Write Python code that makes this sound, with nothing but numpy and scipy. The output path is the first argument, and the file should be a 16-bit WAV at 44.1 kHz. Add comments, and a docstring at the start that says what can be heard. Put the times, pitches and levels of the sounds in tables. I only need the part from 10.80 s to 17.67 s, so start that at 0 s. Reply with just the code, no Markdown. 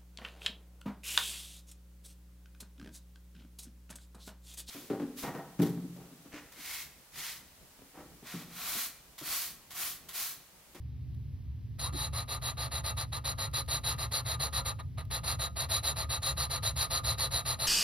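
"""A valve is lapped in a cylinder head: a suction-cup stick twirls it to and fro, seven strokes a second.
Grit in abrasive paste is made from noise and random cracks, then filtered by the ringing of valve and head.
The sound falls quiet at each reversal; single grains snap, a scraping note slides, the stick knocks softly.
Machines hum low in the small workshop: steady tones, rumble and hiss. Two microphones sit close above the head."""
import sys
import numpy as np
from scipy import signal
from scipy.fft import rfft, irfft, next_fast_len
from scipy.io import wavfile
from scipy.ndimage import map_coordinates

SR = 44100
rng = np.random.default_rng(int(sys.argv[2]) if len(sys.argv) > 2 else 0)


def output_pcm(signal):
    """Save a mono or channel-first signal as 16-bit PCM at the path in sys.argv[1].

    Samples are clipped to [-1, 1] before scaling.
    """
    pcm = np.clip(np.atleast_2d(signal).T, -1, 1) * 32767
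    wavfile.write(sys.argv[1], SR, np.round(pcm).astype(np.int16))


N = 302967  # length in samples


def amp(db):
    """Turn decibels into a gain."""
    return 10 ** (np.asarray(db) / 20)


def unit(x):
    """Scale to an average strength (rms) of 1."""
    return x / np.sqrt(np.mean(np.abs(x) ** 2) + 1e-20)


def along(points, hz):
    """Read values between (pitch_hz, value) points, on a log pitch axis."""
    point_hz, values = np.transpose(points)
    return np.interp(np.log(hz + 1), np.log(point_hz + 1), values)


def wobble(rate):
    """A smooth random curve with this many random points a second."""
    knots = rng.standard_normal(int(N * rate / SR) + 4)
    return map_coordinates(knots, [np.arange(N) * rate / SR])


def filtered(x, response):
    """Change the strength (or phase) of each frequency in x."""
    size = next_fast_len(N + SR // 2)
    hz = np.fft.rfftfreq(size, 1 / SR)
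    return irfft(rfft(x, size) * response(hz), size)[..., :N]


def noise(spectrum):
    """Two unrelated noises in the given colour, scaled together to rms 1."""
    return unit(filtered(rng.standard_normal((2, N)), lambda hz: amp(along(spectrum, hz))))


def ring(x, gain):
    """A filter with this gain over frequency that only rings after each impact, never before it."""
    cepstrum = irfft(np.log(np.maximum(gain, 1e-6)))
    half = len(cepstrum) // 2
    # folding the second half onto the first makes the filter start at once (minimum phase)
    cepstrum[1:half] *= 2
    cepstrum[half + 1:] = 0
    impulse = irfft(np.exp(rfft(cepstrum)))
    return signal.fftconvolve(x, impulse[None], axes=1)[:, :N]


# steady tones of motors and mains: pitch_hz, relative level_db
MACHINE_TONES = [(59.2, -54.5), (72.0, -47.5), (119.8, -51), (144.0, -59.5), (177.6, -65.5), (240.2, -70.5),
                 (257.7, -66)]
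# colour of the machine rumble: pitch_hz, relative level_db
RUMBLE_COLOUR = [(20, -29), (38, -21), (50, -9), (64, 1), (100, 1.5), (140, -1), (160, -13.5), (190, -16),
                 (230, -25.5), (300, -27), (450, -38), (900, -59)]
# colour of the room hiss: pitch_hz, relative level_db
AIR_COLOUR = [(200, -11), (500, 0.5), (1000, -0.5), (2500, -2), (4200, -4.5), (6000, -8), (8000, -26),
              (12000, -18), (14000, -15), (15500, -30)]


def workshop():
    """Slightly unsteady motor tones over rumble and a faint hiss of air."""
    t = np.arange(N) / SR
    tones = np.zeros(N)
    for pitch_hz, level_db in MACHINE_TONES:
        phase = 2 * np.pi * (pitch_hz * t + rng.random()) + 0.45 * wobble(2.56)
        # 1.3351 is the peak height of a tone listed at 0 dB
        tones += 1.3351 * amp(level_db) * np.sin(phase)
    rumble = amp(-41.5 + 1.05 * wobble(8.3)) * noise(RUMBLE_COLOUR)
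    air = amp(-71.5 + 0.33 * wobble(3.5)) * noise(AIR_COLOUR)
    return tones + microphones(rumble + air)


# single grains snapping at rest: start_s, level_db (before the metal colours them)
GRAIN_SNAPS = [(0.347, -59), (.968, -71), (2.714, -52), (2.862, -53), (3.165, -50), (4.252, -52),
               (4.277, -68)]


def ticks(decay_s=0.0026):
    """Short cracks of single grains while the valve stands still: noise that dies away at once."""
    t = np.arange(N) / SR
    envelope = np.zeros(N)
    for start_s, level_db in GRAIN_SNAPS:
        envelope += amp(level_db) * (t > start_s) * np.exp(-np.abs(t - start_s) / decay_s)
    return rng.standard_normal((2, N)) * envelope


# twists of the stick: start_s, length_s, strength_db
STICK_STROKES = [(0.981, 0.13, -37), (1.12, 0.18, -36), (1.322, 0.13, -37.5), (1.474, 0.12, -37),
                 (1.611, 0.13, -36), (1.765, 0.13, -37), (1.905, 0.12, -37), (2.032, 0.11, -36),
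                 (2.162, 0.1, -36), (2.316, 0.091, -38.5), (2.437, 0.11, -34.5), (2.573, 0.12, -36.5),
                 (2.727, 0.11, -33.5), (2.874, 0.13, -33.5), (3.03, 0.13, -33.5), (3.174, 0.11, -36.5),
                 (3.307, 0.12, -33), (3.445, 0.13, -35.5), (3.589, 0.11, -34), (3.721, 0.11, -34),
                 (3.844, 0.094, -35.5), (3.984, 0.041, -49.5), (4.17, 0.067, -47), (4.299, 0.11, -35.5),
                 (4.429, 0.14, -34), (4.585, 0.11, -35.5), (4.754, 0.12, -35), (4.884, 0.13, -32),
                 (5.024, 0.12, -33), (5.153, 0.11, -35.5), (5.287, 0.11, -34), (5.415, 0.13, -33),
                 (5.562, 0.12, -33.5), (5.692, 0.11, -34.5), (5.82, 0.11, -33), (5.953, 0.13, -32),
                 (6.095, 0.12, -32.5), (6.231, 0.13, -33), (6.373, 0.12, -32.5), (6.502, 0.13, -33.5),
                 (6.646, 0.12, -33), (6.784, 0.12, -33)]
USUAL_DB, USUAL_S = -35, 0.12  # strength and length of a usual stroke
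# top speed comes at this share of a usual stroke, and later in a longer one
FASTEST, LATER_PER_S = 0.45, 1.96
# share of the swing taken up by the rubber cup; time the speed takes to rise
BREAKAWAY, ATTACK_S = 0.12, 0.0048
# first bite of a stroke, and its gain after a long rest
BITE_DB, STUCK_DB = 2, 3
# settling time of the paste, and the moment of the bite
SETTLE_S, BITE_S = 0.11, 0.015


def motion():
    """Sliding speed, progress (0-1), strength (dB over usual) and bite (dB) of the stroke under way."""
    t = np.arange(N) / SR
    starts, lengths, strengths_db = np.transpose(STICK_STROKES)
    previous_ends = np.append(0, (starts + lengths)[:-1])
    rests = np.maximum(starts - previous_ends, 0)
    now = np.maximum(np.searchsorted(starts, t) - 1, 0)
    age = np.maximum(t - starts[now], 0)
    progress = np.clip(age / lengths[now], 0, 1)
    fastest = np.clip(FASTEST + LATER_PER_S * (lengths[now] - USUAL_S), 0.35, 0.65)
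    skew = np.log((0.5 - BREAKAWAY) / (1 - BREAKAWAY)) / np.log(fastest)
    # the rubber cup winds up, then the valve breaks free already at some speed
    swing = np.abs(np.sin(np.pi * (BREAKAWAY + (1 - BREAKAWAY) * progress ** skew)))
    speed = swing * (1 - np.exp(-age / ATTACK_S))
    # settled paste bites just after the valve breaks free, the harder the longer it has rested
    bite_peak_db = BITE_DB + STUCK_DB * (1 - np.exp(-rests[now] / SETTLE_S))
    bite_db = bite_peak_db * np.exp(-(2 * (age - BITE_S) / BITE_S) ** 2)
    return speed, progress, strengths_db[now] - USUAL_DB, bite_db


def grit(speed, grains_per_s, spread, coarse_share, judder_db):
    """Fine abrasive hisses; coarse grains crack singly, more often the faster the valve slides."""
    hit = rng.random(N) < grains_per_s * speed / SR
    size = np.exp(np.clip(spread * rng.standard_normal(N), -2, 2))
    coarse = unit(hit * size * rng.standard_normal((2, N))) * np.sqrt(np.mean(speed))
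    fine = rng.standard_normal((2, N))
    share = np.clip(coarse_share, 0, 1)
    force = np.sqrt(share) * coarse + np.sqrt(1 - share) * fine
    # the paste film catches and lets go unevenly
    return force * unit(amp(judder_db * wobble(260)))


def ripple(hz, spacing_hz):
    """Random peaks and dips over frequency: the crowd of lesser resonances in a casting."""
    return map_coordinates(rng.standard_normal(int(SR / spacing_hz)), [hz / spacing_hz])


# broad colour of the grinding: pitch_hz, relative level_db
SCRAPE_COLOUR = [(150.0, -40), (300.0, -18.5), (500.0, -13.5), (900.0, -12), (1500.0, -13.5),
                 (1900.0, -11.5), (3000.0, -26), (4600.0, -19), (6000.0, -17.5), (8000.0, -33.5),
                 (11200.0, -13.5), (13000.0, -23), (14000.0, -27), (15700.0, -32)]
# resonances of port, head and valve: pitch_hz, width_hz, relative level_db
METAL_RESONANCES = [(543, 44, -7), (676, 92, -8), (875, 51, -5.5), (1213, 123, -4), (1358, 63, -3.0),
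                    (2720, 300, -15), (3483, 600, -14), (3915, 83, 5), (4008, 172, 2), (4227, 124, 1.5),
                    (4395, 910, -7.5), (6820, 97, -4), (9350, 650, -16), (9490, 1000, -9.5),
                    (10565, 260, -3)]


def metal(hz, detune):
    """Gain of the metal over frequency: the grinding colour plus resonances shifted by a factor."""
    power = amp(along(SCRAPE_COLOUR, hz)) ** 2
    for pitch_hz, width_hz, level_db in METAL_RESONANCES:
        offset = 2 * (hz - pitch_hz * detune) / width_hz
        power = power + amp(level_db) ** 2 / (1 + offset ** 2) ** 2
    return unit(np.sqrt(power))


# slowly dying tones of the valve stem and casting: pitch_hz, t60_s (time to fall 60 dB), relative level_db
STEM_TONES = [(523, .15, -12), (558, .16, -11), (1001, .13, -10), (1064, .13, -9), (1205, .11, -2),
              (1238, .15, 0), (1366, .15, -3), (2685, .08, -16)]


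def rings(force):
    """The grit drives narrow resonances that go on singing through each reversal."""
    t = np.arange(SR // 2) / SR
    tones = np.zeros(len(t))
    for pitch_hz, t60_s, level_db in STEM_TONES:
        tones += amp(level_db - 60 * t / t60_s) * np.sin(2 * np.pi * pitch_hz * t) / np.sqrt(t60_s)
    return signal.fftconvolve(force, tones[None] / np.linalg.norm(tones), axes=1)[:, :N]


def loudness(part, effort_db, speed):
    """Gain of one part: it grows with the strength of the stroke and with the sliding speed."""
    level_db, growth, power = part
    return amp(level_db + growth * effort_db) * speed ** power


# the four parts of the grinding: level_db in a usual stroke, growth (dB per dB of strength), power of the speed
HEAD_PART = (-33, 0.49, 0.99)
VALVE_PART = (-34.5, 1.46, 2.01)
FIZZ_PART = (-32.5, 1.33, 1.92)
CHATTER_PART = (-46, 0.49, 0.57)
# fresh paste softens the head's sound until it has spread
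CUSHION_DB, SPREAD_S = 5, 0.23


def lapping(head_edge_hz=2900, fizz_edge_hz=6500, shift=0.011):
    """Grit drives the metal: the low head follows the speed, valve and bright fizz need a fast slide."""
    speed, progress, effort_db, bite_db = motion()
    grains = grit(speed, grains_per_s=2000, spread=0.23, coarse_share=0.29, judder_db=0.8)
    force = amp(bite_db) * grains
    hz = np.fft.rfftfreq(8192, 1 / SR)
    crowd = amp(2.3 * ripple(hz, 55) * np.minimum(hz / fizz_edge_hz, 1))
    colour = unit(metal(hz, 0.99) * crowd)
    # shares of the power below the head's edge and above the fizz's edge
    low = 1 / (1 + (hz / head_edge_hz) ** 12)
    high = 1 - 1 / (1 + (hz / fizz_edge_hz) ** 12)

    worked_s = np.cumsum(speed) / SR
    cushion = amp(-CUSHION_DB * np.exp(-worked_s / SPREAD_S))
    head = ring(force * cushion * loudness(HEAD_PART, effort_db, speed), colour * np.sqrt(low))
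    fizz = ring(force * loudness(FIZZ_PART, effort_db, speed), colour * np.sqrt(high))

    # the contact wanders round the seat, and the valve's resonances move with it
    seat = np.pi / 4 * (1 + np.tanh(4.5 * wobble(16)))
    valve_drive = force * loudness(VALVE_PART, effort_db, speed)
    valve_band = np.sqrt((1 - low) * (1 - high))
    valve = np.zeros((2, N))
    for weight, detune in [(np.cos(seat) ** 2, 1 - shift), (np.sin(seat) ** 2, 1 + shift)]:
        valve += ring(valve_drive * weight, valve_band * unit(metal(hz, detune)))

    # slowing down, the stem chatters in its guide, more at some moments than at others
    chatter_drive = force * loudness(CHATTER_PART, effort_db, speed)
    chatter = rings(chatter_drive * amp(3.2 * wobble(7.7)) * progress)
    return head + valve + fizz + chatter + ring(ticks(), np.sqrt(colour))


# a scraping note that slides during a stroke: start_s, end_s, from_hz, to_hz, level_db (at its middle)
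SLIDING_NOTES = [(1.008, 1.115, 780, 1280, -47), (1.33, 1.411, 1050, 1291, -49),
                 (1.62, 1.719, 1182, 823, -52)]


def slides(width_hz=55):
    """A narrow band of the scraping glides in pitch: slow noise carried on a sliding tone."""
    t = np.arange(N) / SR
    out = np.zeros((2, N))
    for start_s, end_s, from_hz, to_hz, level_db in SLIDING_NOTES:
        progress = np.clip((t - start_s) / (end_s - start_s), 0, 1)
        phase = 2 * np.pi * np.cumsum(from_hz + (to_hz - from_hz) * progress) / SR
        slow_noise = filtered(rng.standard_normal((2, 2, N)), lambda hz: np.exp(-(hz / width_hz) ** 2))
        a, b = unit(slow_noise)
        envelope = np.sqrt(np.abs(np.sin(np.pi * progress)))
        out += amp(level_db) * envelope * (a * np.cos(phase) + b * np.sin(phase))
    return out


# soft knocks of the stick: middle_s, pitch_hz, level_db (at the middle)
STICK_KNOCKS = [(1.152, 297, -44.5)]


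def bumps(length_s=0.021):
    """The stick gives a dull knock as the hands settle on it: a short swell of low noise."""
    t = np.arange(N) / SR
    out = np.zeros((2, N))
    for middle_s, pitch_hz, level_db in STICK_KNOCKS:
        band = lambda hz: np.exp(-((hz - pitch_hz) / 80) ** 2)
        thud = unit(filtered(rng.standard_normal((2, N)), band))
        out += amp(level_db) * thud * np.exp(-((t - middle_s) / length_s) ** 2)
    return out


# how long the echo lasts: pitch_hz, t60_s (time to fall 60 dB)
ECHO_TIME = [(200, 0.85), (1200, 0.074), (4000, 0.3), (12000, 0.62)]
# how loud the echo is: pitch_hz, level_db
ECHO_LEVEL = [(300, -11), (1200, -15.5), (2500, -15.5), (4000, -23), (10000, -24)]


def room(x, delay_s=0.005):
    """The walls answer with a fading tail of noise, longest and loudest in the lows."""
    hz, t, z = signal.stft(rng.standard_normal((2, SR // 2)), SR, nperseg=256)
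    t60_s = along(ECHO_TIME, hz)[:, None]
    tail = signal.istft(z * amp(-60 * t / t60_s) / np.sqrt(t60_s), SR, nperseg=256)[1]
    echo = signal.fftconvolve(x, tail / np.linalg.norm(tail[0]), axes=1)[:, :N]
    return filtered(echo, lambda hz: amp(along(ECHO_LEVEL, hz)) * np.exp(-2j * np.pi * hz * delay_s))


# how alike left and right are: pitch_hz, likeness (1 in step, -1 opposed; clipped near these)
LIKENESS = [(60, 1), (300, 0.54), (850, 0.88), (1180, 0.35), (1370, -0.74), (1850, 0.71), (2650, 0.43),
            (3050, 0.86), (4400, 0.7), (5700, -0.16), (6700, -0.987), (8000, -1.06), (9300, -0.039),
            (12000, 1), (13600, .99), (15500, -0.05)]
# how much of the left-right difference keeps a fixed phase: pitch_hz, share of its power
FIXED_PHASE = [(100, .1), (700, .25), (1200, .05), (2000, .4), (4000, .5), (9000, .8)]


def microphones(pair):
    """The spaced pair hears some bands in step and others in opposition; scattered sound differs freely."""
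    turn = lambda hz: np.arccos(np.clip(along(LIKENESS, hz), -0.997, 0.998)) / 2
    share = lambda hz: np.clip(along(FIXED_PHASE, hz), 0, 1)
    # a quarter-turned copy of the first noise plus the unrelated second one
    blend = lambda hz: np.array([-1j * np.sqrt(share(hz)), np.sqrt(1 - share(hz))])
    across = filtered(pair, blend).sum(axis=0)
    mid = filtered(pair[0], lambda hz: np.cos(turn(hz)))
    side = filtered(across, lambda hz: np.sin(turn(hz)))
    return np.array([mid + side, mid - side])


def scene():
    """The work on the bench, its echo and the workshop behind it."""
    bench = lapping() + slides() + bumps()
    return microphones(bench + room(bench)) + workshop()


def record(dry, fade_s=0.003, top_hz=15800):
    """A few milliseconds of fade-in give the sound a clean start; nothing is kept above top_hz."""
    t = np.arange(N) / SR
    fade_in = 1 - np.exp(-(t / fade_s) ** 2)
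    return filtered(dry * fade_in, lambda hz: hz < top_hz)


dry = scene()
out = record(dry)
output_pcm(out)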